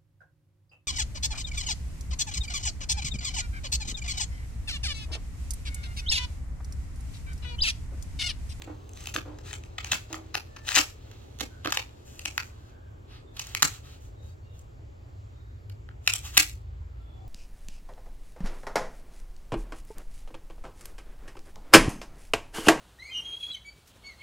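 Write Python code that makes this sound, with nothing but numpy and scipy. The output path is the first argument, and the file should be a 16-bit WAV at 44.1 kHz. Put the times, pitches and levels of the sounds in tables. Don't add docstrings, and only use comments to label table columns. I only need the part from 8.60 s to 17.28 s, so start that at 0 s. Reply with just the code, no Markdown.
import sys
import numpy as np
from scipy import signal
from scipy.io import wavfile
from scipy.ndimage import map_coordinates

SR = 44100
rng = np.random.default_rng(int(sys.argv[2]) if len(sys.argv) > 2 else 0)


def log_audio(samples):
    frames = np.atleast_2d(samples).T
    limited = np.clip(frames, -1, 1)
    pcm = np.round(limited * 32767).astype(np.int16)
    wavfile.write(sys.argv[1], SR, pcm)


N = 382788

# (f/Hz, bandwidth/Hz, level/dB)
SHEET_MODES = [(760, 250, -9.5), (1240, 210, -3.5), (2000, 670, 0.76), (2580, 430, 4.6), (3256, 640, 1),
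               (4470, 1200, 1.5), (6270, 1100, 3), (8700, 1900, 3.5), (11600, 7400, -2),
               (17000, 2300, -6.5)]


def from_db(db):
    return 10 ** (np.asarray(db) / 20)


def rms_one(x):
    return x / np.sqrt(np.mean(x ** 2) + 1e-20)


def in_time(rows):
    s, *columns = np.transpose(rows)
    return [np.interp(np.arange(N) / SR, s, c) for c in columns]


def at_hz(points, hz):
    spectrum_hz, level_db = np.array(points).T
    return np.interp(np.log(hz), np.log(spectrum_hz), level_db)


def drift(rate):
    r = np.exp(-80 * np.pi * rate / SR)
    white = rng.standard_normal(N // 40 + 2002)
    slow = signal.lfilter([1], [1, -2 * r, r * r], white)[2000:]
    return np.interp(np.arange(N) / 40, np.arange(len(slow)), rms_one(slow))


def resonance(x, hz, width):
    r = np.exp(-np.pi * width / SR)
    zeros = np.sqrt((1 - r * r) / 2) * np.array([1, 0, -1])
    poles = [1, -2 * r * np.cos(2 * np.pi * hz / SR), r * r]
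    return signal.lfilter(zeros, poles, x + 1e-18)


def peak(x, hz, width, db):
    w, gain, slack = 2 * np.pi * hz / SR, from_db(db / 2), np.tan(np.pi * width / SR)
    zeros = [1 + slack * gain, -2 * np.cos(w), 1 - slack * gain]
    poles = [1 + slack / gain, -2 * np.cos(w), 1 - slack / gain]
    return signal.lfilter(zeros, poles, x)


def banded_noise(spectrum, patchy_db):
    # (f/Hz, likeness from -1 to 1)
    likeness = [(60, 0.74), (180, 0.89), (550, -0.47), (1650, -0.63), (4970, 1), (15000, -0.82)]
    out, edges = 0, 110 * 2 ** np.arange(0, 7.6, .5)
    white = rng.standard_normal((2, 2, N))
    for k, (low, high) in enumerate(zip(edges, edges[1:])):
        hz = np.sqrt(low * high)
        if spectrum[0][0] < hz < spectrum[-1][0]:
            band = signal.butter(2, [low, high], "band", fs=SR, output="sos")
            mid, side = signal.sosfilt(band, white[k % 2])
            alike = np.clip(at_hz(likeness, hz), -1, 1)
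            gain = from_db(at_hz(spectrum, hz) + patchy_db * drift(2.7))
            out = out + gain * (np.sqrt(1 + alike) * mid + np.sqrt(1 - alike) * side * [[1], [-1]])
    return rms_one(out)


def clicks(count, per_s, spread_db):
    sizes = from_db(spread_db * np.minimum(rng.exponential(1, count), 4))
    signs = rng.choice([-1, 1], count)
    return sizes * signs * (rng.random(count) < per_s / SR)


def rumble():
    # (t/s, deep band level/dB, upper band level/dB)
    rumble_levels = [(0, -56, -45.5), (.6, -48, -43), (1.5, -62, -45), (2.103, -50.5, -46.5),
                     (4.201, -61, -47.5), (5.3, -51.5, -45.5), (8.68, -58, -44)]
    deep_hz, upper_hz = (48.4, 76.5), (69.5, 106.2)
    out = 0
    for level_db, (low_hz, high_hz) in zip(in_time(rumble_levels), (deep_hz, upper_hz)):
        high_pass = signal.butter(2, low_hz, "high", fs=SR, output="sos")
        low_pass = signal.butter(6, high_hz, fs=SR, output="sos")
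        noise = rng.standard_normal((2, N + SR))
        mid, side = signal.sosfilt(np.vstack([high_pass, low_pass]), noise)[:, SR:]
        stereo = rms_one(mid) + from_db(-17) * rms_one(side) * [[1], [-1]]
        out = out + from_db(level_db) * stereo
    return out


def room_air():
    # (t/s, level/dB)
    air_levels = [(0, -51.5), (1.5, -54.5), (4.2, -55), (6, -57), (8.3, -58), (8.68, -54)]
    # (f/Hz, density level/dB per Hz)
    air_colour = [(120, -16.5), (160, -9.5), (217, -4.5), (326, -1.5), (600, -7), (1130, -13.5),
                  (2000, -39), (3000, -46.5)]
    return from_db(in_time(air_levels)[0]) * banded_noise(air_colour, patchy_db=1.2)


def soft_hiss():
    # (f/Hz, density level/dB per Hz)
    hiss_colour = [(700, -22.5), (1000, -8.5), (1310, 1.5), (2390, -3.5), (3860, -7.5), (5280, -14),
                   (7490, -12.5), (9090, -27), (12000, -17.5), (19500, -13.5)]
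    return from_db(-67) * banded_noise(hiss_colour, patchy_db=1.5)


def rubbing():
    # (start t/s, length/s, drive level/dB, treble level/dB)
    rubs = [(0.367, 0.12, -61, -3), (0.665, 0.021, -81, 3), (0.865, 0.038, -54.5, -3.5),
            (1.247, 0.13, -54.5, -6), (1.5, 0.034, -61, -6), (2.084, 0.06, -44.5, -2),
            (2.415, 0.23, -68.5, -6), (3.04, 0.073, -64, -9), (3.14, 0.0333, -48, -8),
            (3.463, 0.41, -66.5, 1), (4.509, 0.056, -61.5, -13.5), (4.772, 0.38, -58.5, -4),
            (5.247, 0.096, -63, -5), (5.41, 0.041, -73, 2), (5.631, 0.064, -75.5, 1),
            (5.947, 0.038, -76.5, -0.5), (7.473, 0.087, -56.5, 0), (7.652, 0.012, -49.5, -0.5),
            (7.75, 0.027, -49, -1.5)]
    rise_db_per_s, fall_db_per_s = 505, 263.5
    idle_db, idle_highs_db, idle_ends_s = -73, -5, 4.1
    t = np.arange(N) / SR
    level_db = idle_db - fall_db_per_s * np.maximum(t - idle_ends_s, 0)
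    highs_db = np.full(N, float(idle_highs_db))
    for start, length, db, bright_db in rubs:
        early, late = np.maximum(start - t, 0), np.maximum(t - start - length, 0)
        rub_db = db - rise_db_per_s * early - fall_db_per_s * late
        highs_db = np.where(rub_db > level_db, bright_db, highs_db)
        level_db = np.maximum(level_db, rub_db)
    return level_db, highs_db


def rustle_drive():
    level_db, highs_db = rubbing()
    slips_per_s = 300 * from_db(8 * drift(20))
    grains = clicks(N, slips_per_s, 3.5) + .45 * rng.standard_normal(N)
    grains = rms_one(grains) * from_db(level_db)
    return [grains * from_db(mode_db / 2 + highs_db * (hz > 5500)) for hz, _, mode_db in SHEET_MODES]


def buckle_drive():
    # (t/s, burst energy level before mode weights/dB, brightness/dB, time scale/ms)
    snaps = [(0.019, -22.5, -4, 4.3), (0.292, -42.5, 21, 1.85), (0.3335, -41.5, 20.5, 2.6),
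             (0.372, -32, -6, 2.45), (0.4043, -32, 15, 7.4), (0.438, -37, 23, 3.8), (0.4568, -25.5, 3, 2.2),
             (0.47, -18, 5, 3.8), (0.485, -28, -7, 5), (0.5387, -14, 2, 15), (0.5614, -10, -22.5, 2.21),
             (0.785, -32, -7, 6.7), (0.907, -28, -18, 7.6), (0.929, -20, 0, 3.6), (0.936, -22.5, -5, 5.8),
             (1.0355, -33.5, -2, 2.5), (1.05, -45, 9, 1.6), (1.1803, -14, -19, 8.5),
             (1.2432, -18.5, -1, 5.1), (1.3134, -4.5, 4.5, 14.5), (1.331, -8.5, -24, 1.83),
             (1.5276, -16.5, 3, 2.87), (1.533, -26.5, 0, 1.3), (1.542, -24.5, -52.5, 3.34),
             (1.7409, -12.5, -14, 10.4), (1.7515, -7, -13, 2.18), (1.9606, -25.5, -19, 10.8),
             (2.0817, -17, -3, 0.8), (2.0888, -10, -10, 1.64), (2.109, -25, -6, 0.81),
             (2.1176, -14, -13, 3), (2.126, -19, -8, 2.7), (2.1438, -12, -3, 2.8), (2.148, 1, 9, 15.3),
             (2.16, -4.5, -12, 11), (2.167, -5.5, -7, 1.8), (2.17, -1, -13, 9), (2.1773, 2, -4.5, 12),
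             (2.185, -5, 6.5, 5), (2.213, -19, -14.5, 2.9), (2.512, -33, -5, 6.4), (2.787, -34, 12, 3),
             (2.795, -22.5, -8, 9), (2.805, -11, -1, 8.7), (3.0446, -16.5, -19, 8.6),
             (3.0575, -15.5, -23, 2.9), (3.073, -16.5, -29, 1.3), (3.102, -20.5, 4, 8),
             (3.1212, -4.5, -6, 5.6), (3.171, -6.5, -16, 3.64), (3.592, -22, 0, 3.4),
             (3.6523, -18.5, 8, 2.9), (3.6564, -11, -5, 3.08), (3.778, -7.5, -17.5, 2.3),
             (4.7654, -24.5, -5, 6.6), (4.7927, -14, 4, 6.7), (4.868, -28, 12, 5.9),
             (4.9489, -8, -2.5, 1.5), (5.0221, -2.5, 0, 1.93), (5.0245, -5.5, 15.5, 3.5),
             (5.028, 4.5, -5, 2.45), (5.03, -11, -3, 4.3), (5.99, -50.5, 39.5, 5.4),
             (7.0962, -32.5, -10.5, 5.25), (7.2883, -39.5, -34.5, 2.3), (7.463, -31.5, 10, 3.1),
             (7.474, 0.5, -3, 5.27), (7.5357, -10, 21.5, 2.9), (7.551, -21, -6, 6.1),
             (7.7691, -4.5, -6, 2.1), (7.7737, -1, 3, 1.13), (7.7752, 8.5, 7.5, 4.35),
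             (7.809, -13, -18, 1.7)]
    highs_db = -5
    drive = np.zeros((len(SHEET_MODES), N))
    hz, _, mode_db = np.transpose(SHEET_MODES)
    for s, energy_db, bright_db, ms in snaps:
        at, t = round(s * SR), np.arange(SR // 16) / (ms * SR / 1000)
        burst = clicks(len(t), 2500, 5.1) + .4 * rng.standard_normal(len(t))
        burst[int(.3 * ms * SR / 1000)] = 6.5
        burst *= (0.066 + np.minimum(t / 0.86, 1)) * np.exp(-1.5 * t ** 2)
        burst *= from_db(energy_db) / np.sqrt(np.sum(burst ** 2))
        tilt = [(800, -bright_db / 5), (1500, -bright_db / 2), (2500, 0), (4500, 0),
                (7000, highs_db + bright_db / 2)]
        weights = from_db(mode_db + at_hz(tilt, hz) + rng.normal(0, 1.5, len(hz)))
        drive[:, at:at + len(t)] += weights[:, None] * burst
    return drive


def sheet():
    buckles, rustle = buckle_drive(), rustle_drive()
    out = 0
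    for k, (hz, width, _) in enumerate(SHEET_MODES):
        out = out + (-1) ** k * resonance(buckles[k] + rustle[k], hz, width)
    out = out + from_db(-9.5) * buckles[len(SHEET_MODES) // 2]
    high_pass = signal.butter(2, 800, "high", fs=SR, output="sos")
    return signal.sosfilt(high_pass, out)


def thuds():
    # (t/s, envelope level/dB, f/Hz, decay time t60/s, at least 0.03 in use)
    contacts = [(.075, -34, 306, 0.14), (0.556, -23, 310, 0.024), (.655, -40, 302, 0.44),
                (1.327, -27.5, 204, 0.021), (1.503, -39.5, 320, 0.5), (1.75, -30.5, 397, 0.035),
                (2.17, -22.5, 302.3, 0.054), (2.216, -33.5, 611, 0.032), (2.81, -26.5, 250, 0.037),
                (3.055, -20.5, 310, 0.026), (3.171, -29, 519, 0.025), (3.657, -38.5, 295, 0.046),
                (5.026, -28, 154, 0.096), (6.19, -54, 304, 0.14), (6.442, -56.5, 301, 0.3),
                (7.775, -34.5, 307, 0.11)]
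    out, t = np.zeros(N + SR), np.arange(SR // 2) / SR
    for s, peak_db, hz, t60 in contacts:
        shape = (1 - np.exp(-t / 0.00078)) * from_db(peak_db - 60 * t / max(t60, .03))
        puff = resonance(rng.standard_normal(len(t)), 1.5 * hz, 700)
        puff = rms_one(resonance(puff, 1.5 * hz, 700))
        at = round(s * SR)
        out[at:at + len(t)] += shape * (.6 * np.sin(2 * np.pi * hz * t) + .4 * puff)
    return out[:N]


def at_ports(x):
    # (t/s, lag at the right port/ms, left-right level/dB)
    hand_path = [(0, 0.0087, -3), (.9, 0.035, 5), (1.3, 0.049, 1.5), (2.2, 0.041, 5.5), (2.8, 0.088, -7.5),
                 (3.2, 0.087, 2), (5.0, 0.077, -1), (8.7, 0.084, 0.5)]
    # (delay/ms, level/dB, sign)
    near_echoes = [
        [(.45, -12.5, 1), (.9, -4, -1)],
        [(0.405, -2, -1), (0.12, -12, -1)],
    ]
    n, (lag_ms, pan_db) = np.arange(N), in_time(hand_path)
    ports = []
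    for echoes in near_echoes:
        heard = x
        for ms, db, sign in echoes:
            heard = heard + np.sign(sign) * from_db(db) * np.interp(n - ms * SR / 1000, n, x)
        ports.append(heard)
    left, right = ports
    right = map_coordinates(right, [n - lag_ms * SR / 1000], order=3)
    return np.array([left * from_db(pan_db / 2), right * from_db(-pan_db / 2)])


def room(x):
    dull_t60_s, treble_t60_s, split_hz, room_db = 0.22, 0.26, 4200, -4
    t = np.arange(SR // 2) / SR
    clumps_db = 5 * signal.resample(rng.standard_normal(200), len(t))
    noise = rng.standard_normal((2, len(t))) * from_db(clumps_db)
    dull = signal.sosfilt(signal.butter(1, split_hz, fs=SR, output="sos"), noise)
    tail = dull * from_db(-60 * t / dull_t60_s) + (noise - dull) * from_db(-60 * t / treble_t60_s)
    tail *= (1 - np.exp(-t / .004)) ** 2
    tail *= from_db(room_db) / np.sqrt(np.sum(tail ** 2) / 2)
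    return signal.fftconvolve(x[None], tail, axes=1)[:, :N]


def whistles():
    # (start t/s, end t/s, f/Hz, bandwidth/Hz, level/dB)
    tones = [(1.86, 2.18, 1770, 6, -60), (2.88, 3.05, 1500, 150, -60), (3.82, 4.5, 1550, 200, -67),
             (4.65, 4.76, 3600, 200, -67), (5.54, 5.76, 3800, 180, -67), (5.83, 6.02, 3730, 70, -74),
             (5.82, 6.02, 2800, 40, -71), (5.63, 5.77, 4600, 100, -75), (5.81, 5.9, 4400, 100, -75),
             (5.87, 6.01, 3420, 90, -75), (6.65, 7.0, 3770, 50, -73), (8.38, 8.7, 3450, 120, -69),
             (8.25, 8.68, 1350, 80, -71), (8.53, 8.8, 760, 40, -60), (6.9, 7.4, 100, 8, -43),
             (7.0, 9.2, 55, 5, -44), (7.95, 8.4, 77, 6, -44)]
    out = np.zeros((2, N + SR))
    for start, end, hz, width, db in tones:
        a, b = round(start * SR), round(end * SR)
        noise = rng.standard_normal((2, b - a + SR // 4))
        tone = resonance(resonance(noise, hz, width), hz, width)[:, SR // 4:]
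        if width < 7:
            tone = tone / np.abs(signal.hilbert(tone))
        tone = rms_one(tone if hz > 200 else tone[0])
        out[:, a:b] += from_db(db) * tone * np.sqrt(np.hanning(b - a))
    return out[:, :N]


def scene():
    # (f/Hz, bandwidth/Hz, gain/dB)
    room_lift = (1600, 350, 1.5)
    near, low = sheet(), thuds()
    reverberation = room(peak(near, *room_lift) + from_db(7.5) * low)
    background = room_air() + soft_hiss() + rumble() + whistles()
    return at_ports(near) + low + reverberation + background


def record(dry):
    # (f/Hz, bandwidth/Hz, gain/dB)
    port_colour = [(7490, 1000, 9.5), (9080, 1400, -6)]
    for hz, width, db in port_colour:
        dry = peak(dry, hz, width, db)
    low_pass = signal.ellip(12, .5, 75, 16250, fs=SR, output="sos")
    return signal.sosfilt(low_pass, np.clip(dry, -1, 1))


dry = scene()
out = record(dry)
log_audio(out)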